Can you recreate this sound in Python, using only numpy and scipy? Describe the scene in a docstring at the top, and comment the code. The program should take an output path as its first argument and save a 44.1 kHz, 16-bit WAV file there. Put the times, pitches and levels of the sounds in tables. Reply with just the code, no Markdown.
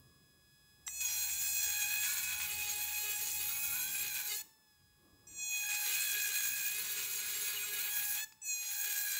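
"""Low workshop murmur and a thin motor whine come first; the burr of a handheld rotary tool spins up close.
At 0.9 s it knocks onto wet stone: its strikes, about 840 a second, stack up as tones with chatter and grit.
It lifts at 4.4 s and the shaft races, leaving whine and murmur; a second cut runs from 5.3 to 8.2 s.
A knock at 8.3 s comes just before the third cut, which lasts to the end while the whine sinks.
Tones are sines locked to the turn; grit, murmur and hiss are shaped noise; knocks and bumps are decaying rings."""
import sys
import numpy as np
from scipy import signal
from scipy.fft import rfft, irfft
from scipy.io import wavfile
from scipy.ndimage import uniform_filter1d

SR = 44100
rng = np.random.default_rng(int(sys.argv[2]) if len(sys.argv) > 2 else 0)


def attenuation_scalar(level_db):
    """Turn a level in dB into a linear amplitude multiplier (20 dB per decade)."""
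    decades = np.asarray(level_db, float) / 20
    return 10 ** decades


def digitize_waveform(pressure):
    """Quantize a signal to 16-bit integers and store it at the path in sys.argv[1].

    Rows of a 2-D input are taken as channels; values are limited to [-1, 1].
    """
    field = np.atleast_2d(pressure).T
    bounded = np.clip(field, -1, 1)
    quanta = np.round(bounded * 32767).astype(np.int16)
    wavfile.write(sys.argv[1], SR, quanta)


N = 405279
T = np.arange(N) / SR  # s

# workshop bed: time_s, rumble_db, murmur_db (both before trims)
SHOP = [(0, -67, -74.5), (.3, -73.5, -75), (.5, -74, -80), (.87, -71.5, -83.5), (1.6, -66.5, -75.5),
        (2.3, -64.5, -76.5), (2.57, -62, -71.5), (3.0, -77, -79), (3.25, -64.5, -73), (3.75, -64, -72),
        (4.1, -63, -69.5), (4.58, -86, -81), (4.85, -72, -87.5), (5.05, -77, -75), (5.2, -72, -70.5),
        (5.35, -71, -72), (5.5, -76, -80.5), (6.5, -71, -76), (6.8, -72, -70), (8.1, -71, -75),
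        (8.4, -82, -87), (9.19, -77, -78.5)]
# spectra of rumble, murmur and hiss: freq_hz, relative_db
RUMBLE_SPECTRUM = [(15, -45), (25, -23), (56, -1), (70, -1), (82, 2), (107, -2), (143, 0.5), (220, -9),
                   (290, -43), (480, -120)]
MURMUR_SPECTRUM = [(110, -35), (180, 0.5), (222, -5.5), (354, -4), (636, -15.5), (859, -19), (908, -30),
                   (1110, -6), (1600, -44), (2080, -69), (3520, -120)]
HISS_SPECTRUM = [(940, -11), (1600, -14), (3470, -15.5), (4580, -14.5), (5180, -9.5), (5330, -15.5),
                 (12100, -14.5), (13600, -33), (15700, -1)]
# low hum under the first cut: time_s, pitch_hz, level_db
LOW_HUM = [(.82, 68.5, -75), (.9, 67.6, -70), (1.33, 68, -67), (1.64, 71.3, -68), (1.85, 73.94, -73),
           (2.6, 76.2, -65), (3.16, 72.9, -71), (3.7, 76, -67.5), (4.3, 68.3, -84)]
# dull bumps through the bench: start_s, gain_db, pitch_hz
BUMPS = [(1.669, -58, 454), (2.56, -64, 248), (3.72, -66, 249.4), (4.01, -63, 250), (5.13, -62, 299),
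         (5.31, -64, 300), (6.51, -63, 250.3)]
# shaft; it races when the load goes and is reined in again: time_s, speed_turns_per_s, hum_db
SHAFT = [(0, 840, -105), (.84, 841, -84), (.99, 850, -74), (1.08, 830, -67), (1.28, 840, -64.5),
         (1.4, 847, -66.5), (1.82, 830, -60), (2.1, 843, -64.5), (2.7, 835, -58.5), (3.4, 840, -60.5),
         (4.0, 830, -68), (4.34, 838, -62.5), (4.4, 860, -65), (4.46, 890, -78), (4.8, 832, -86),
         (4.95, 838, -87), (5.25, 840, -82), (5.5, 834, -69.5), (5.76, 837, -56.5), (5.9, 828, -60),
         (6.02, 845, -74), (6.16, 830, -69.5), (6.83, 839, -75), (7.7, 830, -72), (8.16, 830, -60.5),
         (8.22, 865, -64), (8.29, 880, -77), (8.42, 865, -77), (8.55, 825, -73), (8.72, 840, -64.5),
         (8.96, 826, -63), (9.19, 826, -77)]
# free-running motor and bearings: multiple_of_turn_rate, level_db (before the whine fader)
WHINE = [(2, -77), (3, -85.5), (4, -81.5), (5, -93), (6, -74.5), (7, -101), (8, -86.5), (8.75, -90),
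         (9, -88), (10, -94), (12, -84.5), (14, -81), (15, -100), (18, -90), (18.6, -100)]
# drive electronics, unmoved by speed: pitch_hz, level_db (before the whine fader)
STEADY_LINES = [(3607, -89), (3957, -89), (6062, -89), (8021, -86), (11192, -85)]
# whine fader: time_s, gain_db
WHINE_FADER = [(0, 0), (.85, 2.5), (4.4, -0.5), (4.9, -1.5), (5.3, -0.5), (8.3, -0.5), (9.19, -13)]
# burr meets and leaves the stone: start_s, end_s
TOUCHES = [(0.865, 4.418), (5.269, 8.245), (8.416, 9.19)]
# knocks around the landings: start_s, gain_db, ring_hz
KNOCKS = [(0.8788, -33.5, 2030), (8.323, -47, 2570)]
# every second strike is harder, in bursts, heard at half the turn rate: start_s, end_s, gain_db
BUZZ = [(2.452, 2.804, -69), (2.998, 3.14, -68), (3.207, 3.3, -68), (3.381, 3.521, -68), (3.97, 4.082, -73),
        (4.289, 4.36, -65), (5.859, 5.968, -66.5), (6.133, 6.19, -66), (6.279, 6.33, -68),
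        (6.65, 6.69, -72), (6.75, 7.9, -68.5), (8.84, 8.92, -70)]
# odd multiples 1, 3, 5 .. 11 of the half rate: gain_db
BUZZ_TONES_DB = [-1, -2.5, 6, 9.6, 10, 9]
# spells of shank bounce, slower than the turn: start_s, end_s, first_hz, last_hz, depth (0-1)
CHATTER = [(1.0, 1.3, 200, 139.6, 0.37), (1.3, 2.0, 85, 54.9, 0.61), (2.04, 2.48, 215, 215.3, 0.55),
           (3.48, 3.75, 280, 259.9, 0.5), (3.75, 4.02, 190, 30.6, 0.68), (4.02, 4.32, 30.5, 199.6, 0.67),
           (5.62, 6.05, 85, 87.6, .5), (6.05, 6.73, 55, 60.05, 0.73), (6.78, 8.0, 210, 208, 0.29),
           (8.68, 9.25, 48, 80.1, .78)]
# bounce tones just below multiples of the turn rate: multiple, gain_db (against the grit column of CONTACT)
BOUNCE_TONES = [(2, 2), (3, 5), (4, -9.5), (5, 2.5), (8, 0.5)]
# one table a touch; light touch squeals cleanly, full pressure cuts roughly; levels before trims:
# time_s, second_tone_db, third_tone_db, upper_tones_db, grit_db, high_ring_db, roughness (1 = full pressure)
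CONTACT = [
    [(.864, -66, -64, -42, -80, -50, 0.4), (.92, -74, -58, -52.5, -82, -53, 0.42),
     (1.0, -76, -52, -50, -67, -47, 0.44), (1.015, -74, -46, -44, -60, -43.5, 0.73),
     (1.17, -67, -51, -51, -60.5, -40.5, 0.75), (1.3, -60, -56.5, -47.5, -58, -41, 0.74),
     (1.5, -65, -52.5, -46.5, -60, -39.5, 0.82), (1.8, -46.5, -42.5, -48, -54.5, -39.5, 0.77),
     (1.98, -52.5, -45, -49, -54.5, -39.5, 0.85), (2.07, -50, -46.5, -53, -53.5, -40.5, 1.14),
     (2.48, -65, -50.5, -58, -55.5, -45, 1.07), (2.71, -59.5, -44, -53, -54.5, -43, 1.06),
     (3.2, -61.5, -51.5, -54, -56.5, -42, 1.03), (3.5, -65, -52, -56, -57.5, -39.5, 0.98),
     (3.9, -66, -49, -56, -55.5, -40, 0.96), (4.2, -56.5, -51, -55.5, -55, -41, 0.85),
     (4.36, -62, -63, -54.5, -63, -41.5, 1.08), (4.42, -61, -62, -55, -62, -48, 0.68)],
    [(5.266, -81, -74, -52, -84, -66, .2), (5.33, -85, -71, -57, -75, -63, 0.3),
     (5.41, -71, -48, -47, -83, -53, .18), (5.52, -71, -45.5, -48, -65.5, -44.5, 0.37),
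     (5.7, -49, -43, -50.5, -56.5, -42.5, 0.89), (5.9, -54, -46, -48.5, -52, -38, 0.87),
     (6.17, -51.5, -45, -51, -53, -39.5, 0.91), (6.8, -56, -52.5, -54.5, -54.5, -42, 1.01),
     (7.4, -59, -54.5, -54, -54, -41.5, 0.98), (7.7, -54.5, -49, -55, -53.5, -43.5, 1),
     (8.12, -51, -54.5, -57, -56, -38, 1.01), (8.2, -55.5, -45, -49, -56.5, -41, 0.58),
     (8.25, -48.5, -58, -46, -69, -47, 0.3)],
    [(8.417, -84, -64, -52.5, -89, -77, 0.17), (8.46, -70, -48, -46.5, -84, -46, 0.2),
     (8.51, -60, -48, -44.5, -69, -46, 0.25), (8.6, -72, -50.5, -51, -61, -45, .4),
     (8.76, -60, -61, -51, -60, -40.5, 0.86), (8.86, -46, -49, -51.5, -56.5, -39.5, .85),
     (9.04, -54, -54, -53.5, -57, -39, .87), (9.19, -47, -64, -50, -50.5, -41.5, 1)],
]
# upper tones; after a landing some break in late: multiple, light_db, full_pressure_db, delay_s
UPPER_TONES = [(5, -7.5, -0.5, 0.053), (6, -20, -7, 0.032), (7, -4, -5, 0.0018), (8, 4, 3.5, 0.039),
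               (9, 0, 1, 0.0012), (10, -10, -2, 0.0082)]
# burr's high ring, multiples 11 to 18 of the turn rate: gain_db (against high_ring_db)
HIGH_RING_DB = [-23.5, -19.5, -12.5, -10.5, -12, -40, -13.5, -8]
# grit spectrum: freq_hz, relative_db
GRIT_SPECTRUM = [(290, -32), (500, -30.5), (1300, -18), (1660, -11.5), (1800, -14), (2480, -7),
                 (3120, -14.5), (3260, -9.5), (5320, -12), (6900, -4.5), (9610, -11.5), (12100, -3),
                 (13400, -16), (14600, -0.5), (15700, 0.5)]
# borders between the low, middle and high grit: freq_hz
GRIT_EDGES_HZ = (4600, 9650)
# burr bites in and the grit flares: start_s, gain_db
BITES = [(1.007, 7), (1.085, 8), (2.32, 3.5), (2.4, 3.5), (5.69, 7), (5.74, 6.5), (5.79, 3), (5.86, 4.5),
         (5.94, 5), (6.55, 1.5), (6.82, 4), (8.15, 7), (8.625, 8.5), (8.84, 10.5), (8.96, 6.5)]
# silent stretches of treble: low_hz, high_hz
DEAD_BANDS_HZ = [(9480, 9780), (13130, 13760), (15760, 22050)]


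def curve(rows):
    """Draw each column of a time_s, .. table as one value per sample."""
    time_s, *columns = np.transpose(rows)
    return [np.interp(T, time_s, column) for column in columns]


def unit(x):
    """Scale to rms 1."""
    return x / np.sqrt(np.mean(x ** 2))


def band(x, lo_hz, hi_hz):
    """Keep only what lies between two frequencies."""
    hz = np.fft.rfftfreq(N, 1 / SR)
    return irfft(rfft(x) * ((hz >= lo_hz) & (hz < hi_hz)), N)


def colour(x, spectrum):
    """Shape a sound by freq_hz, relative_db points and scale it to rms 1."""
    hz, db = np.transpose(spectrum)
    log_hz = np.log(np.fft.rfftfreq(N, 1 / SR) + 1)
    gain = attenuation_scalar(np.interp(log_hz, np.log(hz), db, -90, -90))
    return unit(irfft(rfft(x) * gain, N))


def walk(rate):
    """Slide between random values, rate of them a second; rms 1."""
    hold = max(int(SR / rate), 1)
    values = np.repeat(rng.standard_normal(N // hold + 1), hold)
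    return unit(uniform_filter1d(values, hold)[:N])


def steps(rate):
    """Jump between random values about rate times a second; spread about 1."""
    jumps = np.cumsum(rng.random(N) < rate / SR)
    return uniform_filter1d(rng.standard_normal(N)[jumps], size=300)


def spell(start, end):
    """1 between two times, with 48 ms fades centred on them."""
    return np.clip(np.minimum(T - start, end - T) / 0.048 + 0.5, 0, 1)


def tone(phase, db, rough):
    """A sine that flutters at random and grows a noisy skirt with roughness."""
    flutter = attenuation_scalar(db + 1.88 * rough * walk(rate=32.0))
    skirt = 1 + 0.4 * rough * walk(rate=260.0)
    return np.sqrt(2) * flutter * skirt * np.cos(phase + rng.uniform(0, 2 * np.pi))


def workshop():
    """Noise shaped into rumble, patchy murmur and faint hiss, plus a wavering low hum with its octave."""
    rumble_db, murmur_db = curve(SHOP)
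    rumble, murmur, hiss = (colour(rng.standard_normal(N), spectrum)
                            for spectrum in (RUMBLE_SPECTRUM, MURMUR_SPECTRUM, HISS_SPECTRUM))
    hum_hz, hum_db = curve(LOW_HUM)
    phase = 2 * np.pi * np.cumsum(hum_hz) / SR
    hum_on = (T > LOW_HUM[0][0]) * (T < LOW_HUM[-1][0])
    hum = (tone(phase, hum_db, 0.31) + tone(2 * phase, hum_db - 9.5, 0.4)) * hum_on
    rumble = rumble * attenuation_scalar(rumble_db - 2.6 * hum_on)  # makes room for the hum
    murmur = murmur * attenuation_scalar(murmur_db + 1.0 + 2.0 * walk(rate=14.0))
    return rumble + hum + murmur + hiss * attenuation_scalar(-76.5)


def bumps():
    """A short dull ring of the bench: two decaying sines a bump."""
    out, t = np.zeros(N), T[:4000]
    for start_s, gain_db, hz in BUMPS:
        ring = np.sin(2 * np.pi * hz * t) * np.exp(-t / 0.021)
        thud = 1.496 * np.sin(2 * np.pi * 85.6 * t) * np.exp(-t / 0.02)
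        first = int(start_s * SR)
        out[first:first + len(t)] += attenuation_scalar(gain_db) * (ring + thud)
    return out


def motor(turn, hum_db):
    """Hum of the unbalanced shaft, with thin lines that follow the turn or stay at fixed pitch."""
    lines = sum(attenuation_scalar(db) * np.cos(k * turn + k) for k, db in WHINE)
    lines = lines + sum(attenuation_scalar(db) * np.cos(2 * np.pi * hz * T) for hz, db in STEADY_LINES)
    fader = attenuation_scalar(curve(WHINE_FADER)[0] + 0.75 * walk(rate=12.0))
    return tone(turn, hum_db, 0.62) + np.sqrt(2) * lines * fader


def knocks():
    """A sharp blow: a short noise crack and a two-tone ring of the stone."""
    out, t = np.zeros(N), T[:2000]
    for start_s, gain_db, hz in KNOCKS:
        ring = 0.5 * np.sin(2 * np.pi * hz * t) + 0.45 * np.sin(2 * np.pi * 1.87 * hz * t)
        crack = 1.2 * rng.standard_normal(len(t)) * np.exp(-t / 0.0017)
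        first = int(start_s * SR)
        out[first:first + len(t)] += attenuation_scalar(gain_db) * (crack + ring * np.exp(-t / 0.0043))
    return band(out, 760.0, 9000.0)


def buzz(turn):
    """Harder alternate strikes, as rough odd multiples of half the turn rate."""
    bursts = sum(attenuation_scalar(db) * spell(start, end) for start, end, db in BUZZ)
    bursts = bursts * attenuation_scalar(2.15 * walk(rate=36.0))
    half = turn / 2 + 0.27 * walk(rate=60.0)
    return bursts * sum(tone((2 * k + 1) * half, db, 1.32) for k, db in enumerate(BUZZ_TONES_DB))


def chatter(turn, grit_db):
    """The uneven bounce of the shank beats against the turn: rough tones beside its multiples, and the beat."""
    glide = []
    for start, end, first_hz, last_hz, _ in CHATTER:
        glide += [(start + 0.0045, first_hz), (end - 0.005, last_hz)]
    bounce_hz = curve(glide)[0]
    depth = sum(d * spell(start, end) for start, end, _, _, d in CHATTER)
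    uneven_hz = bounce_hz * (1 + 0.0998 * walk(rate=90.0)) + 14.05 * walk(rate=60.0)
    bounce = 2 * np.pi * np.cumsum(uneven_hz) / SR
    below = sum(tone(k * turn - bounce, grit_db + db, 1.11) for k, db in BOUNCE_TONES)
    fast = np.clip(bounce_hz / 80.0 - 1, 0, 1)  # only a fast bounce shows beside the turn rate itself
    beside = tone(turn + bounce, grit_db - 5, 1.1) + tone(turn - bounce, grit_db - 23.5, 1.14)
    return depth * (below + fast * beside), depth * np.cos(bounce)


def strikes(turn, second_db, third_db, upper_db, high_db, rough):
    """One blow a turn as a stack of multiples; the blows come a little early or late."""
    turn = turn + 0.097 * rough * walk(rate=70.0)

    def late(delay_s):
        """Hold a tone back by up to 21 dB just after each landing."""
        return -21 * sum((T > start) * np.exp(-((T - start) / delay_s) ** 2) for start, _ in TOUCHES)

    fourth_db = (third_db + upper_db) / 2 - 5 + late(0.12)
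    levels = [(2, second_db), (3, third_db), (4, fourth_db)]
    for k, light_db, full_db, delay_s in UPPER_TONES:
        pressed_db = light_db + (full_db - light_db) * rough
        levels.append((k, upper_db + pressed_db + late(delay_s)))
    # each tone jumps in level at random, on its own
    out = sum(tone(k * turn, db + 2.5 * steps(24.0), 0.84 * rough) for k, db in levels)
    ring = sum(tone(k * turn, high_db + db, 1.42 * rough) for k, db in enumerate(HIGH_RING_DB, 11))
    return out + ring


def grit(turn, upper_db, grit_db, high_db, rough):
    """Noise scraping in step with the turn, in three separately wavering bands; bites flare the lower two."""
    # each bite starts at once and its dB dies away with a 23 ms time constant
    bite = attenuation_scalar(sum(db * (T > s) * np.exp(-np.abs(T - s) / 0.023) for s, db in BITES))
    in_step = 1 + 0.68 * np.cos(turn)
    scrape = rng.standard_normal(N) * in_step * attenuation_scalar(1.77 * walk(rate=900.0))
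    scrape = colour(scrape, GRIT_SPECTRUM)
    low_gain = attenuation_scalar(grit_db + 4.0) * bite
    middle_gain = attenuation_scalar((upper_db + high_db) / 2 + 1.15) * rough ** 2 * bite
    high_gain = attenuation_scalar(high_db - 4.0) * rough
    edges = (0, *GRIT_EDGES_HZ, SR)
    return sum(unit(band(scrape, lo, hi)) * gain * attenuation_scalar(1.7 * walk(rate=30.0))
               for lo, hi, gain in zip(edges, edges[1:], (low_gain, middle_gain, high_gain)))


def cutting(turn):
    """Strikes, chatter and grit ring the stone and burr; the pressure of the hand wavers quickly."""
    second_db, third_db, upper_db, grit_db, high_db, rough = curve(sum(CONTACT, []))
    # sound starts at once and dies within milliseconds of lifting
    touch = sum((T > start) * np.exp(-np.maximum(T - end, 0) / 0.003) for start, end in TOUCHES)
    scrape = grit(turn, upper_db, grit_db, high_db, rough)
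    rattle, beat = chatter(turn, grit_db)
    blows = strikes(turn, second_db, third_db, upper_db, high_db, rough)
    pressure = attenuation_scalar(1.07 * rough * walk(rate=32.0))
    return (blows + rattle + scrape * (1 + 0.44 * beat)) * touch * pressure


def scene():
    """Tool and workshop at a single microphone; the bench and walls add a short tail to the tool."""
    speed, hum_db = curve(SHAFT)
    loaded = sum(spell(start, end) for start, end in TOUCHES)
    speed = speed + 2.0 * loaded * walk(rate=22.0)  # wavers by 2 turns per s rms under load
    turn = 2 * np.pi * np.cumsum(speed) / SR
    tool = bumps() + motor(turn, hum_db) + knocks() + buzz(turn) + cutting(turn)
    # noise falling 60 dB in 0.42 s, cut off after 0.2 s
    tail = rng.standard_normal(9000) * np.exp(-np.log(1000) * T[:9000] / 0.42)
    tail = tail / np.sqrt(np.sum(tail ** 2))
    tool = tool + attenuation_scalar(-15) * signal.fftconvolve(tool, tail)[:N]
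    return np.tile(workshop() + tool, (2, 1))


def low_pass(x):
    """Removes everything above the highest recorded frequency."""
    return signal.sosfilt(signal.butter(12, 16740, fs=SR, output="sos"), x)


def record(dry):
    """Silence two narrow stretches of the treble and the very top."""
    dead = np.array([sum(band(channel, lo, hi) for lo, hi in DEAD_BANDS_HZ) for channel in dry])
    return low_pass(dry - dead)


dry = scene()
out = record(dry)
digitize_waveform(out)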